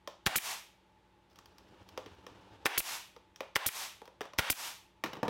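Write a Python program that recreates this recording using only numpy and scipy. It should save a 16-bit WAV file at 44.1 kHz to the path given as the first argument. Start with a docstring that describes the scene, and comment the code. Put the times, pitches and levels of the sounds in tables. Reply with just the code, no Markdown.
"""Four sharp bangs, each with a spit and a hiss, among light knocks, then a clatter on a bench.
An air nailer drives thin nails into a wooden box in a small workshop and is laid down.
Each shot is a quick run of blows that ring the tool and the box; letting go of the trigger lets the
air out. The microphone overloads and a limiter turns it down, so the room's ring and the hiss swell
as the volume comes back."""
import sys
import numpy as np
from scipy import signal
from scipy.fft import rfft, irfft, next_fast_len
from scipy.io import wavfile

SR = 44100
rng = np.random.default_rng(int(sys.argv[2]) if len(sys.argv) > 2 else 0)


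def to_wav(sig):
    """Store sig (one row per channel, or 1-D mono) as 16-bit WAV at the path in sys.argv[1].

    Samples outside -1..1 are clipped; the rate is SR.
    """
    pcm = np.clip(np.atleast_2d(sig), -1, 1) * 32767
    pcm = np.round(pcm).astype(np.int16)
    wavfile.write(sys.argv[1], SR, pcm.T)  # frames by channels


N = 233681
TIME = np.arange(N) / SR
SLIDE_START_S, SLIDE_FADE_S = 1.29, .04  # the hand starts sliding the nailer into place

# Levels in all tables are relative. A "colour" says how strong a noise is at each frequency.
# the shots: firing t/s, trigger release t/s, crack/dB, ring/dB, recoil puff/dB, exhaust puff/dB
SHOTS = [(0.2636, 0.3576, 1, -2.5, -7.5, -36), (2.6574, 2.7772, 2.5, 6, -26.5, -27),
         (3.5580, 3.6620, 2.5, 6.5, -31, -14), (4.3867, 4.5005, 0.5, 2, -4.5, -12.5)]
# ringing tones of the nailer's body and nail holder: f/Hz, width/Hz, level/dB
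METAL_MODES = [(800, 96, -7.5), (944, 83, -6), (1146, 150, 0), (1505, 490, -7), (1767, 280, -2.5),
               (2480, 360, -8.5), (2970, 240, -7.5), (3750, 380, -11.5)]
# colour of a small, bright tick: f/Hz, level/dB
TICK_COLOUR = [(1500, -14.5), (3500, -10), (5400, 1), (7500, -15.5), (16000, -14)]


def amp(db):
    """Turn decibels into a volume factor."""
    return 10 ** (np.asarray(db) / 20)


def rms_one(x):
    """Scale a sound to an average power of 1."""
    return x / np.sqrt(np.mean(x ** 2) + 1e-20)


def at_hz(points, hz):
    """Read between the rows of a table, on a scale where all octaves are equally wide."""
    f, value = np.transpose(points)
    return np.interp(np.log(np.maximum(hz, 1)), np.log(f), value)


def noise(colour):
    """Steady noise of a given colour, with power 1."""
    size = next_fast_len(N)
    hz = np.fft.rfftfreq(size, 1 / SR)
    spectrum = rfft(rng.standard_normal(size)) * amp(at_hz(colour, hz))
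    return rms_one(irfft(spectrum, size)[:N])


def ramp(start, seconds):
    """Rise from 0 to 1 in a given time."""
    return np.clip((TIME - start) / seconds, 0, 1)


def smooth(x, seconds):
    """Follow a signal slowly, evening out its quick changes."""
    r = np.exp(-1 / (seconds * SR))
    return signal.lfilter([1 - r], [1, -r], x + 1e-18)


def uneven(spread_db, seconds=0.022):
    """A volume that wanders at random, as a sliding surface catches and comes free."""
    return amp(spread_db * rms_one(smooth(rng.standard_normal(N), seconds)))


def strikes(rows):
    """Volume curve of sudden hits (t/s, level/dB, t60/s); t60 is the time to fade by 60 dB."""
    power = np.zeros(N)
    for s, db, t60 in rows:
        span = slice(int(s * SR), int((s + 2 * t60) * SR))
        power[span] += amp(db - 60 * np.maximum(TIME[span] - s, 0) / t60) ** 2
    return np.sqrt(power)


def resonate(force, modes):
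    """A force rings an object's own tones, its modes; narrower ones ring longer."""
    out, power = 0, 0
    for k, (hz, width, db) in enumerate(modes):
        r = np.exp(-np.pi * width / SR)
        gain = amp(db) * (1 - r * r) / 2
        feedback = [1, -2 * r * np.cos(2 * np.pi * hz / SR), r * r]
        out = out + (-1) ** k * signal.lfilter([gain, 0, -gain], feedback, force + 1e-18)
        power += amp(db) * gain
    return out / np.sqrt(power)


def struck(s, db, t60, modes, grit, scatter_db=1.5):
    """One hit, a sharp push and a gritty chatter, rings an object; each spot favours other tones."""
    t, out = TIME[:SR // 4], np.zeros(N + SR)
    force = grit * amp(-60 * t / t60) * rng.standard_normal(len(t))
    force[0] += np.sqrt(t60 * SR / np.log(1e6))  # the sharp push
    spot_modes = [(hz, width, level + scatter_db * rng.standard_normal()) for hz, width, level in modes]
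    out[int(s * SR):][:len(t)] = amp(db) * resonate(force, spot_modes)
    return out[:N]


def puff(s, db, width_s):
    """One swing of air pressure, down and then up."""
    u = np.clip((TIME - s) / width_s, -10, 10)
    return amp(db) * u * np.exp((1 - u * u) / 2)


def background(floor_db=-69.5, hum_db=-3, fan_db=-73):
    """Soft room noise with a faint hum and a distant fan."""
    # colour of the quiet room: f/Hz, level/dB
    floor_colour = [(15, -25), (25, -14), (108, -4.5), (212, -14), (242, -11.5), (363, -7), (439, -12.5),
                    (624, -11), (695, -25.5), (840, -12), (1160, -17), (3620, -22.5), (4740, -30),
                    (14000, -44), (16000, -51.5)]
    # steady humming tones: f/Hz, level/dB
    hum_tones = [(59.2, -74), (96.9, -79), (188.4, -74), (344.5, -78)]
    # the narrow band the fan sings in: f/Hz, width/Hz, level/dB
    fan_band = [(862, 39, 0)]
    hum = sum(amp(db + hum_db) * np.sqrt(2) * np.sin(2 * np.pi * (hz * TIME + rng.random()))
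              for hz, db in hum_tones)
    fan = amp(fan_db) * resonate(rng.standard_normal(N), fan_band)
    return hum + fan + amp(floor_db) * noise(floor_colour)


def box(s, db, hz):
    """A knock rings the hollow wooden box."""
    # tones of the box: multiple of its pitch, width/Hz, level/dB
    wood_modes = [(.55, 90, -9), (.8, 60, -6), (1, 32, 3), (1.2, 70, -6), (1.85, 90, -7)]
    modes = [(multiple * hz, width, level) for multiple, width, level in wood_modes]
    return struck(s, db, t60=.02, modes=modes, grit=.3)


def steel(touches, body_db, nose_db, tick_db, body_t60=0.03, tick_t60=0.02):
    """Touches (t/s, level/dB) ring the nailer's body, and tick and ping at its steel nose."""
    # tones of the nose and its safety tip: f/Hz, width/Hz, level/dB
    nose_modes = [(3194, 93, 0.5), (5680, 190, -3.5), (7100, 220, -25)]
    body = sum(struck(s, db, body_t60, METAL_MODES, grit=0.86) for s, db in touches)
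    nose = sum(struck(s, db, tick_t60, nose_modes, grit=0.24) for s, db in touches)
    tick = strikes([(s, db, tick_t60) for s, db in touches]) * noise(TICK_COLOUR)
    return amp(body_db) * body + amp(nose_db) * nose + amp(tick_db) * tick


def knocks(wood_db=7):
    """A knock sounds both box and steel; the safety tip clicks in the steel alone, and brighter."""
    # the nose is set against the box: t/s, level/dB, wood pitch f/Hz, extra for the steel/dB
    contacts = [(0.075, -40, 569, -4), (1.976, -35.5, 515, -2.5), (2.061, -48.5, 408, -1.5),
                (2.266, -47, 488, 2), (3.164, -49, 486, -4.5), (3.406, -36.5, 535, -0.5),
                (4.018, -42.5, 460, -19), (4.077, -51, 522, -2), (4.208, -36.5, 425, -1),
                (4.215, -44, 419, 5), (4.255, -48, 554, -2.5), (4.335, -51, 573, 1.5)]
    # clicks of the springy safety tip: t/s, level/dB
    tip_clicks = [(0.075, -45.5), (1.358, -60), (1.388, -55), (1.458, -57), (1.583, -56), (1.889, -53),
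                  (3.360, -52.5), (4.055, -56)]
    wood = sum(box(s, db + wood_db, hz) for s, db, hz, _ in contacts)
    touches = [(s, db + steel_db) for s, db, _, steel_db in contacts]
    tool = steel(touches, body_db=2, nose_db=-7.5, tick_db=-5)
    tip = steel(tip_clicks, body_db=1.5, nose_db=-2.5, tick_db=3)
    return wood + tool + tip


def firing(valve_db=-33, valve_lead_s=.006, crack_db=-1, ring_db=-6, recoil_lag_s=.0082):
    """The air valve fizzes open, the blows crack and ring tool and box, and the tool kicks back."""
    # driver hits nail, piston hits bumper, nose hits wood: t/s after firing, level/dB, t60/s
    blows = [(0, -7.5, .026), (.0056, 4, .036), (.0095, -1.5, .04)]
    # tones of nailer and box ringing together: f/Hz, width/Hz, level/dB
    shot_modes = [(806, 26.7, 2), (1150, 93, -2.5), (1660, 200, 3), (1840, 350, 2), (2376, 36, -0.5),
                  (3100, 180, -6.5), (3457, 290, -3)]
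    # colour of the crack: f/Hz, level/dB
    crack_colour = [(60, -18), (200, -12), (480, -4), (650, -7.5), (1100, -3.5), (1700, -2), (2600, -5.5),
                    (4200, -13.5), (5300, -15), (7500, -20), (16000, -21.5)]
    opening = sum(np.interp(TIME - s, [-valve_lead_s, 0], [0, 1], right=0) for s, *_ in SHOTS)
    valve = amp(valve_db) * opening * noise(TICK_COLOUR)
    cracks = strikes([(s + lag, db + blow_db, t60)
                      for s, _, db, *_ in SHOTS for lag, blow_db, t60 in blows])
    ring = sum(struck(s + lag, db + blow_db, t60, shot_modes, grit=0.34)
               for s, _, _, db, *_ in SHOTS for lag, blow_db, t60 in blows)
    recoil = sum(puff(s + recoil_lag_s, db, width_s=0.0016) for s, *_, db, _ in SHOTS)
    return valve + amp(crack_db) * cracks * noise(crack_colour) + amp(ring_db) * ring + recoil


def exhaust(jet_db=2.5, jet_lag_s=0.0018, jet_hold_s=0.024, sag_db_per_s=400, shut_db_per_s=4501,
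            hiss_db=-28.5, swell_s=.097, fall_db_per_s=167):
    """Letting go of the trigger frees the air in a thump and a sharp jet; the rest hisses away."""
    # the valve shuts, the piston comes home: t/s after release, level/dB, t60/s
    returns = [(0, -3.5, 0.011), (0.0266, -4, 0.02)]
    # colour of those two clacks: f/Hz, level/dB
    clack_colour = [(200, -10.5), (700, -11), (1400, -4.5), (2300, 3), (3300, -3.5), (5000, -22.5),
                    (16000, -21)]
    # colour of the jet: f/Hz, level/dB
    jet_colour = [(100, -0.5), (400, -4), (1200, -11.5), (3000, -3), (6000, 0.5), (8500, 1), (12500, 4.5),
                  (16000, 0.5)]
    # colour of the hiss: f/Hz, level/dB
    hiss_colour = [(200, -19.5), (450, -14), (900, -1), (1500, -5.5), (2400, -6), (4300, -7), (5700, -4.5),
                   (9000, -11.5), (13000, -12), (16000, -21)]
    # the low thump of the air gusting out: f/Hz, width/Hz, level/dB
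    thump_modes = [(210, 170, 0)]
    jet = hiss = gust = 0
    for _, s, *_, puff_db in SHOTS:
        open_s = np.maximum(TIME - s - jet_lag_s, 0)
        sag_db = sag_db_per_s * open_s  # the pressure drops
        shut_db = shut_db_per_s * np.maximum(open_s - jet_hold_s, 0)  # the piston shuts off the jet
        jet += ramp(s + jet_lag_s, seconds=0.0023) * amp(jet_db - sag_db - shut_db)
        fall_db = fall_db_per_s * np.maximum(TIME - s - swell_s, 0)  # the cylinder empties
        hiss += ramp(s, swell_s) * amp(hiss_db - fall_db)
        thump = struck(s + 0.0045, db=-10 + .33 * puff_db, t60=0.024, modes=thump_modes, grit=.3)
        gust += thump + puff(s + .0065, puff_db, width_s=.002)
    clacks = strikes([(s + lag, db, t60) for _, s, *_ in SHOTS for lag, db, t60 in returns])
    return jet * noise(jet_colour) + hiss * noise(hiss_colour) + clacks * noise(clack_colour) + gust


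def rubbing(firm_at_s=2.17, firm_db=-58.5, growth_db_per_s=11.5):
    """Hand and tool rub on the box, pressing harder until firm, then holding until the second shot."""
    # colour of the low rub: f/Hz, level/dB
    rub_colour = [(24, -26), (40, -14.5), (101, 1.5), (151, -20), (189, -3), (226, -15), (283, -5),
                  (402, -8.5), (697, -14.5), (873, -9), (1090, -15.5), (1760, -19.5), (2000, -25),
                  (2910, -20), (16000, -53)]
    pressed = ramp(SLIDE_START_S, SLIDE_FADE_S) - ramp(SHOTS[1][0], SLIDE_FADE_S)
    grip = amp(firm_db - growth_db_per_s * np.maximum(firm_at_s - TIME, 0))
    return pressed * grip * uneven(spread_db=2.5) * noise(rub_colour)


def scraping(slide_s=1.25, scrape_db=-85, slip_db=-76, spread_db=8, slip_t60=0.02, count=12):
    """The sliding steel nose scrapes faintly, with small slips at random moments."""
    slips = strikes([(SLIDE_START_S + slide_s * when, slip_db + spread_db * force, slip_t60)
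                     for when, force in rng.random((count, 2))])
    sliding = ramp(SLIDE_START_S, SLIDE_FADE_S) - ramp(SLIDE_START_S + slide_s, SLIDE_FADE_S)
    return (slips + amp(scrape_db) * sliding * uneven(spread_db=0.5)) * noise(TICK_COLOUR)


def fumbling(earliest_s=1.7, latest_s=1.8, tap_db=-58, spread_db=6, count=9):
    """The nose catches lightly on the wood while it slides into place."""
    span_s = latest_s - earliest_s
    return sum(box(latest_s - span_s * when, tap_db + spread_db * (force - .5), hz=330 + 200 * spot)
               for when, force, spot in rng.random((count, 3)))


def laying_down(thud_db=-2, clatter_db=-2, tick_db=-10, shudder_db=-13,
                thud_t60=0.045, clatter_t60=0.036, shudder_t60=0.28,
                bounce_s=0.021, shrink=.65, loss_db=11):
    """The nailer lands on one edge, rocks and drops onto its side, shaking the bench."""
    # the landings: t/s, thud/dB, clatter/dB
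    landings = [(5.038, -30.5, -25.5), (5.132, -39.5, -37.5), (5.168, -37, -50), (5.230, -23.5, -33.5),
                (5.281, -24, -33.5)]
    # tones of the bench top: f/Hz, width/Hz, level/dB
    bench_modes = [(134, 56, -12), (243, 79, -1), (335, 31, -0.5), (475, 52, 0), (670, 110, -6.5),
                   (763, 38, 1), (905, 83, -1.5)]
    # colour of things shuddering on the bench: f/Hz, level/dB
    shudder_colour = [(50, -10), (130, 4), (300, 1), (480, 4.5), (700, -9), (1500, -10), (4000, -32),
                      (16000, -67)]
    # every landing bounces, each time sooner and weaker
    bounces = [(bounce_s * sum(shrink ** np.arange(k)), loss_db * k) for k in range(3)]
    hits = [(s + lag, thud - loss, clatter - loss)
            for s, thud, clatter in landings for lag, loss in bounces]
    thud = sum(struck(s, db, thud_t60, bench_modes, grit=0.67) for s, db, _ in hits)
    clatter = sum(struck(s, db, clatter_t60, METAL_MODES, grit=1.47) for s, _, db in hits)
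    tick = strikes([(s, db, clatter_t60) for s, _, db in hits]) * noise(TICK_COLOUR)
    shudder = strikes([(s, db, shudder_t60) for s, db, _ in hits]) * noise(shudder_colour)
    impacts = amp(thud_db) * thud + amp(clatter_db) * clatter + amp(tick_db) * tick
    return impacts + amp(shudder_db) * shudder


def room_ring(sound, build_up_s=0.002):
    """The workshop stores sound energy, and each frequency band loses it at its own rate."""
    # how long the room rings: f/Hz, t60/s
    fade_times = [(100, 0.01), (800, 0.3121), (3000, 0.54), (7000, 0.35), (15000, 0.1963)]
    # colour of the room's ring: f/Hz, level/dB
    room_colour = [(80, -17), (300, -2), (550, -1), (830, 5.5), (1700, -2.5), (3300, 1.5), (5000, -1),
                   (8000, 0), (15000, -2)]
    edges_hz = np.geomspace(70, 17000, 23)
    white, out = rng.standard_normal((2, N)), 0
    for k, (low, high) in enumerate(zip(edges_hz, edges_hz[1:])):
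        hz = np.sqrt(low * high)
        band = signal.butter(2, [low, high], "band", fs=SR, output="sos")
        fed = smooth(signal.sosfilt(band, sound + 1e-12 * white[0]) ** 2, build_up_s)
        stored = smooth(fed, at_hz(fade_times, hz) / np.log(1e6))
        band_noise = rms_one(signal.sosfilt(band, white[k % 2]))
        out += amp(at_hz(room_colour, hz)) * np.sqrt(stored) * band_noise
    return out


def echoes(sound, first_s=.004, spread_s=.09, t60=0.33, count=60):
    """Quick echoes bounce back from bench, shelves and walls."""
    # small surfaces return little bass, and clutter scatters the treble
    reflected = signal.sosfilt(signal.butter(2, [450, 6000], "band", fs=SR, output="sos"), sound)
    response = np.zeros(SR)
    delay = first_s + spread_s * rng.random(count)
    response[(delay * SR).astype(int)] = rng.choice([-1, 1], count) * amp(-60 * delay / t60)
    return signal.fftconvolve(reflected, response / np.linalg.norm(response))[:N]


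def scene(shot_room_db=-8, air_room_db=-16, handling_room_db=-6, ring_db=-2, echo_db=-4):
    """All the sounds share one room and reach a single microphone."""
    shots, air = firing(), exhaust()
    handling = knocks() + fumbling() + scraping() + laying_down()
    into_room = amp(shot_room_db) * shots + amp(air_room_db) * air + amp(handling_room_db) * handling
    room = amp(ring_db) * room_ring(into_room) + amp(echo_db) * echoes(into_room)
    mono = shots + air + handling + room + rubbing() + background()
    return np.array([mono, mono])


def record(dry, limit_db=-19, attack_s=0.0017, release_db_per_s=185, ceiling=.12,
           low_cut_hz=32, high_cut_hz=16000):
    """A limiter turns loud peaks down and recovers slowly; what slips past it is clipped flat."""
    heard = signal.sosfilt(signal.butter(2, low_cut_hz, "high", fs=SR, output="sos"), dry)
    over_db = np.maximum(20 * np.log10(np.abs(heard[0]) + 1e-9) - limit_db, 0)
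    recovery_db = release_db_per_s * TIME
    turn_down_db = np.maximum.accumulate(over_db + recovery_db) - recovery_db
    limited = heard * amp(-smooth(turn_down_db, attack_s))
    clipped = np.clip(limited, -ceiling, ceiling)
    return signal.sosfilt(signal.ellip(10, .2, 70, high_cut_hz, fs=SR, output="sos"), clipped)


dry = scene()
out = record(dry)
to_wav(out)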